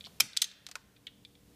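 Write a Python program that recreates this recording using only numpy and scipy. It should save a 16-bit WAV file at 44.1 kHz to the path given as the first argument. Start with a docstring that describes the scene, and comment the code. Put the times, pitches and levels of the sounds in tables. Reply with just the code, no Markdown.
"""In a workshop, close by, an automatic wire stripper creaks under the squeeze and its jaws snap through insulation.
The sprung slide flies back in two clacks; light plastic knocks and small ticks follow as the grip relaxes.
Each click is a few contacts in quick succession, each a noise crack plus damped modes; bumps ring hollow plastic.
A thud follows the snap, and filtered noise serves as room response, over faint hiss, low rumble and hum."""
import sys
import numpy as np
from scipy import signal
from scipy.fft import rfft, irfft
from scipy.io import wavfile
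from scipy.ndimage import uniform_filter1d

SR = 44100
rng = np.random.default_rng(int(sys.argv[2]) if len(sys.argv) > 2 else 0)


def generate_wav(signal):
    """Clip the signal to [-1, 1] and save it as 16-bit WAV at the path in sys.argv[1]."""
    frames = np.transpose(np.atleast_2d(signal))
    scaled = np.clip(frames, -1, 1) * 32767
    pcm = np.round(scaled).astype(np.int16)
    wavfile.write(sys.argv[1], SR, pcm)


N = 68355  # length of the scene in samples

# Background: spectra of rumble and hiss [f/Hz, relative density/dB per Hz]
RUMBLE = [(20, -27.5), (65, 0), (120, -5.5), (200, -3), (320, -12.5), (1200, -36.5)]
AIR = [(240, -36.5), (400, -4), (1300, -16), (2700, -14.5), (4000, -15.5), (15000, -21)]
# Lines of the ventilation hum [f/Hz, relative level/dB]
HUM = [(118, -3.5), (199, -4), (290, -2), (479, -7)]
# Level curves of rumble, hum and hiss [t/s, level/dB]
RUMBLE_LEVEL = [(0, -63.5), (0.15, -60.5), (0.32, -71.5), (0.52, -70.5), (1.55, -63)]
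HUM_LEVEL = [(0.4, -80), (1.2, -70.5)]
AIR_LEVEL = [(0.17, -64), (0.3, -70), (1.3, -70), (1.55, -67)]

# In all contact tables: crack t60 holds at 4 kHz, level precedes any low cut,
# and ring level is relative to the crack in the direct sound.
# Small ticks of the spring, the early ones bunched into a creak
# [t/s, level/dB, crack t60/s, tilt/dB per octave, pitch ratio]
TICKS = [(0.0083, -44, .011, 0.5, 1.054), (0.0409, -48, 0.013, 2, 0.94), (0.0479, -47, 0.014, 3, 1.09),
         (0.0528, -48, 0.013, 0.5, 1.3), (0.0590, -44.5, 0.022, 2.5, 1), (0.0668, -50, .016, -4, 1.3),
         (0.3320, -47.5, 0.018, 2.5, 1.1), (0.963, -59, .03, -9.5, 1.09), (1.0678, -38.5, 0.022, 0.5, .98),
         (1.0775, -51, 0.029, -1.5, 0.84), (1.2494, -46.5, 0.016, 1, 1.046), (1.3523, -59.5, .016, 0, 1.02)]
# Bumps of the hollow plastic [t/s, level/dB, f/Hz, t60/s]
BUMPS = [(0.0691, -51.5, 728, 0.02), (0.6890, -57, 712, 0.042), (0.758, -47, 1006, 0.048)]
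# Contacts of the jaws as they snap [t/s, level/dB, crack t60/s, tilt/dB per octave]
SNAPS = [(0.2003, -25.5, 0.052, 1.5), (0.2028, -23, .016, 5.5), (0.2047, -19.5, 0.0098, 0),
         (0.2060, -19.5, 0.011, 1.5)]
# Contacts of the slide as it breaks loose and in a later light click, and against its stop
# [t/s, level/dB, crack t60/s, tilt/dB per octave, ring level/dB, low edge f/Hz]
SLIDE_CLICKS = [(0.3665, -33, 0.016, -5.5, -5.5, 1996), (0.3697, -32.5, 0.026, -1.5, -1, 2820),
                (0.3719, -21.5, 0.0089, -2.5, 4, 3000), (0.6655, -40, 0.019, -2.5, -0.5, 1100)]
STOP_CLACKS = [(0.417, -27, 0.021, 2, -5, 2240), (0.4193, -20.5, 0.016, 1, -2.5, 1330),
               (0.422, -26, .02, 0.5, -9.5, 780), (0.4290, -36.5, 0.0277, -1, -1.5, 2000),
               (0.4418, -31, 0.031, -1.5, 2, 2560), (0.5147, -51.5, 0.02, -5, -6, 1510)]
# Knocks of the plastic handles
# [t/s, level/dB, crack t60/s, tilt/dB per octave, ring level/dB, low edge f/Hz]
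KNOCKS = [(0.6878, -49, 0.033, -1.5, -12, 298), (0.7134, -44, 0.027, -1, -15, 690),
          (0.7546, -34.5, 0.017, -1, -1, 151)]

# Modes of each part; spring pitches are those at ratio one [f/Hz, relative level/dB, t60/s]
SPRING_MODES = [(2280, -8, .035), (3190, 0.5, 0.0084), (3580, -6.5, .025), (4290, -3.5, 0.023)]
JAW_MODES = [(1247, -6, .022), (2340, -1.5, 0.023), (2520, -3, 0.021), (3155, -5.5, 0.039),
             (3490, -7, 0.025), (4040, -3.5, .022), (4223, -8.5, 0.024), (4840, -3.5, 0.014),
             (5180, 1.5, .017), (5400, -0.5, 0.016), (12900, -3.5, .01)]
SLIDE_MODES = [(3510, -4, .012), (3980, 1, 0.014), (4600, -1, 0.016), (5080, 0.5, .012), (7840, -4, .014),
               (9470, -3, 0.0077)]
STOP_MODES = [(3420, -3.5, .018), (3870, -1, .017), (4180, -2, 0.012), (6330, -10, 0.075)]
HANDLE_MODES = [(573, -12, 0.038), (1270, -2, 0.026), (1456, 1.5, 0.027), (2250, -2, 0.011),
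                (2528, 2, 0.021)]
# Dense short-lived modes of each part's crack, before tilt and pitch ratio
# [f/Hz, relative density/dB per Hz]
SPRING_CRACK = [(300, -42.5), (1100, -27), (1900, -8.5), (2800, -6.5), (3300, 8), (4600, -6.5),
                (5500, -19.5), (7500, -18), (15500, -36.5)]
JAW_CRACK = [(100, -25), (450, -16.5), (750, -9), (1300, -4), (1750, -9), (2300, 1.5), (2900, -6),
             (3400, -3.5), (5800, 1), (7500, -2.5), (13200, -8.5), (15500, -17.5)]
SLIDE_CRACK = [(150, -42), (900, -19), (1450, -9.5), (2900, -7.5), (3300, 0), (5000, -3.5), (6500, -3.5),
               (9000, -7.5), (12000, -14), (15500, -17.5)]
HANDLE_CRACK = [(150, -16.5), (800, -15.5), (1400, -2.5), (2900, -3.5), (4400, 1), (6700, 0), (10000, -8.5),
                (15500, -19)]
# Hollow resonance [multiple of the pitch, relative density/dB per Hz]
HOLLOW = [(.3, -18), (.55, -10), (.8, -11), (1, 3), (1.2, -10.5), (1.5, -4.5), (3, -26)]
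# Thud of the body panel, and the workshop's reverberation [f/Hz, relative density/dB per Hz]
THUD = [(40, -21.5), (140, 3), (240, 2), (450, -19.5), (900, -34)]
ROOM = [(150, 0), (830, -4), (1450, 3.5), (3500, 2.5), (6000, -1.5), (15000, -9.5)]

# Time constants of build-up
JAW_RISE_S, SLIDE_RISE_S, HANDLE_RISE_S, SPRING_RISE_S = 0.0004, 0.000537, 0.0001, 0.00074
HOLLOW_RISE_S = 0.00095
JAW_RING_DB, SPRING_RING_DB = 0.5, -5  # ring relative to crack, direct sound
TREBLE_DAMPING = 0.25  # a crack's t60 falls with frequency to this power
THUD_S, THUD_DB, THUD_RISE_S, THUD_T60_S = 0.205, -45 + 20 * np.log10(2), 0.025, 0.17

ROOM_DB, ROOM_T60_S, ROOM_DAMPING, ROOM_RISE_S = -22, 0.52, 0.94, 0.0066  # t60 at 4 kHz
# Scatter from nearby surfaces; the delay also applies to the diffuse tail
NEAR_DB, NEAR_T60_S, NEAR_RISE_S, NEAR_DELAY_S = -20, 0.06, 0.00094, 0.0065
ROOM_RING_DB = -22  # heard from all directions at once, the modes stand out less
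# Level of each part as sent to the room, relative to the jaws
SLIDE_ROOM_DB, HANDLE_ROOM_DB, SPRING_ROOM_DB, HOLLOW_ROOM_DB = -1.5, -4, 0, 6.5
TOP_HZ = 15250  # upper edge of the recorder's passband


def undb(db):
    """Amplitude ratio: twenty decibels make a factor of ten."""
    return 10 ** (np.asarray(db) / 20)


def unit(x):
    """Energy normalisation: the squared samples sum to one."""
    return x / np.sqrt(np.sum(x ** 2) + 1e-18)


def unit_5ms(x):
    """Energy equivalence: as much energy as 5 ms of a signal of rms one."""
    return unit(x) * np.sqrt(0.005 * SR)


def decay(t, t60):
    """Exponential damping: amplitude falls by 60 dB in each t60."""
    return np.exp(-np.log(1000) * t / t60)


def build_up(t, rise_s):
    """First-order rise: amplitude approaches one exponentially."""
    return 1 - np.exp(-t / rise_s)


def add(out, start_s, x):
    """Superposition: a sound is summed in from its onset."""
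    i = int(np.clip(round(start_s * SR), 0, N - 1))
    out[i:i + len(x)] += x[:N - i]


def gains(points, hz):
    """Spectral envelope: decibels interpolated over log frequency."""
    f, db = np.array(points, float).T
    return undb(np.interp(np.log(hz + 1), np.log(f), db))


def transpose(table, factor):
    """Frequency scaling: a spectrum or set of modes shifts by one ratio."""
    return [(f * factor, *rest) for f, *rest in table]


def causal(x, gain):
    """Minimum phase: the folded cepstrum of a gain makes its filter ring only after the cause."""
    cepstrum = irfft(np.log(gain + 1e-9))
    half = len(cepstrum) // 2
    cepstrum[1:half] *= 2
    cepstrum[half + 1:] = 0
    response = np.exp(rfft(cepstrum))
    return irfft(rfft(x, len(cepstrum)) * response)


def low_cut(x, hz):
    """High-pass filtering: a second-order slope thins the body below an edge."""
    return signal.sosfilt(signal.butter(2, hz, "high", fs=SR, output="sos"), x)


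def noise(points):
    """Stationary random sound: white noise weighted by a spectrum, at rms one."""
    hz = np.fft.rfftfreq(N, 1 / SR)
    spectrum = rfft(rng.standard_normal(N)) * gains(points, hz)
    return unit(irfft(spectrum, N)) * np.sqrt(N)


def burst(points, rise_s, t60, damping, size=8192):
    """Dense modes: noise damped octave by octave, evened out to a given colour."""
    t, hz = np.arange(size) / SR, np.fft.rfftfreq(size, 1 / SR)
    octave = np.clip(np.log2((hz + 1) / 4000), -4, 2)
    white, x = rfft(rng.standard_normal(size)), 0
    for k in range(-4, 3):  # octaves from 4 kHz, with overlapping triangular bands
        band = irfft(white * np.maximum(1 - abs(octave - k), 0))
        x = x + band * decay(t, max(t60, 1e-3) * 2 ** (-k * damping))
    x = x * build_up(t, rise_s)
    # power averaged over 300 Hz
    smooth = np.sqrt(uniform_filter1d(abs(rfft(x)) ** 2, int(300 * size / SR)))
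    return unit(causal(x, gains(points, hz) / smooth))


def contact(modes, crack, rise_s, ring_db, db, t60, tilt, size=8192):
    """Impact excitation: a crack plus damped modes, tilted above 1 kHz by the hardness of contact."""
    t, hz = np.arange(size) / SR, np.fft.rfftfreq(size, 1 / SR)
    ring = 0
    for k, (f, mode_db, life) in enumerate(modes):
        sign = (-1) ** k
        ring = ring + sign * undb(mode_db) * np.sin(2 * np.pi * f * t) * decay(t, life)
    ring = unit(ring * build_up(t, rise_s))
    x = burst(crack, rise_s, t60, TREBLE_DAMPING) + undb(ring_db) * ring
    x = causal(x, undb(tilt * np.log2(np.maximum(hz, 1000))))
    return unit_5ms(x) * undb(db)


def impacts(contacts, modes, crack, rise_s, shift_db):
    """Successive impacts: each contact has its own ring level and low edge."""
    out = np.zeros(N)
    for s, db, t60, tilt, ring_db, low_hz in contacts:
        x = contact(modes, crack, rise_s, ring_db + shift_db, db, t60, tilt)
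        add(out, s, low_cut(x, low_hz))
    return out


def background():
    """Superposed steady sources: hiss and rumble sink to a quieter level after the snap and swell late; hum rises."""
    t = np.arange(N) / SR
    hum = np.zeros(N)
    for hz, db in HUM:
        phase = rng.random()  # in cycles
        hum += undb(db) * np.sqrt(2) * np.sin(2 * np.pi * (hz * t + phase))

    def level(curve):
        """Slow modulation: gain follows decibels interpolated in time."""
        return undb(np.interp(t, *np.array(curve).T))

    rumble = level(RUMBLE_LEVEL) * noise(RUMBLE)
    hiss = level(AIR_LEVEL) * noise(AIR)
    return rumble + level(HUM_LEVEL) * hum + hiss


def spring_ticks(shift_db):
    """Transposed resonance: each tick of the spring scales its modes and crack by one pitch ratio."""
    out = np.zeros(N)
    for s, db, t60, tilt, pitch in TICKS:
        modes, crack = transpose(SPRING_MODES, pitch), transpose(SPRING_CRACK, pitch)
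        add(out, s, contact(modes, crack, SPRING_RISE_S, SPRING_RING_DB + shift_db, db, t60, tilt))
    return out


def hollow_bumps():
    """Hollow-body resonance: bumped plastic rings low and woody, damped alike at all frequencies."""
    out = np.zeros(N)
    for s, db, hz, t60 in BUMPS:
        body = burst(transpose(HOLLOW, hz), HOLLOW_RISE_S, t60, 0)
        add(out, s, unit_5ms(body) * undb(db))
    return out


def jaw_snaps(shift_db):
    """Clustered impacts: the jaws excite one set of modes several times within milliseconds."""
    out = np.zeros(N)
    for s, db, t60, tilt in SNAPS:
        add(out, s, contact(JAW_MODES, JAW_CRACK, JAW_RISE_S, JAW_RING_DB + shift_db, db, t60, tilt))
    return out


def thud():
    """Recoil: the body panel answers the snap with low noise that rises softly and decays."""
    age = np.maximum(np.arange(N) / SR - THUD_S, 0)
    return undb(THUD_DB) * noise(THUD) * build_up(age, THUD_RISE_S) * decay(age, THUD_T60_S)


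def slide_clacks(shift_db):
    """Modal excitation: one set of modes as the slide breaks loose and clicks later, another at its stop."""
    clicks = impacts(SLIDE_CLICKS, SLIDE_MODES, SLIDE_CRACK, SLIDE_RISE_S, shift_db)
    stop = impacts(STOP_CLACKS, STOP_MODES, SLIDE_CRACK, SLIDE_RISE_S, shift_db)
    return clicks + stop


def handle_knocks(shift_db):
    """Damped plastic impacts: knocks excite the short-lived modes of the handles."""
    return impacts(KNOCKS, HANDLE_MODES, HANDLE_CRACK, HANDLE_RISE_S, shift_db)


def stripper(shift_db):
    """Independent radiators: one track per part; the shift sets how far the modes stand out."""
    return jaw_snaps(shift_db), slide_clacks(shift_db), handle_knocks(shift_db), spring_ticks(shift_db)


def workshop(x):
    """Reverberation: convolution with quick scatter from nearby surfaces and a diffuse tail."""
    tail = burst(ROOM, ROOM_RISE_S, ROOM_T60_S, ROOM_DAMPING, size=32768)
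    scatter = burst(ROOM, NEAR_RISE_S, NEAR_T60_S, ROOM_DAMPING)
    response = np.zeros(N)
    add(response, NEAR_DELAY_S, undb(NEAR_DB) * scatter)
    add(response, NEAR_DELAY_S, undb(ROOM_DB) * tail)
    return signal.fftconvolve(x, response)[:N]


def scene():
    """Superposition of direct sound, room response and background in one channel."""
    hollow = hollow_bumps()
    jaws, slide, handles, spring = stripper(ROOM_RING_DB)
    radiated = jaws + undb(SLIDE_ROOM_DB) * slide + undb(HANDLE_ROOM_DB) * handles
    radiated = radiated + undb(SPRING_ROOM_DB) * spring + undb(HOLLOW_ROOM_DB) * hollow
    direct = sum(stripper(0)) + hollow + thud()
    return (direct + workshop(radiated) + background())[None]


def record(dry):
    """Band limitation: the recorder's steep elliptic low-pass cuts the top."""
    return signal.sosfilt(signal.ellip(10, 0.2, 70, TOP_HZ, fs=SR, output="sos"), dry)


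dry = scene()
out = record(dry)
generate_wav(out)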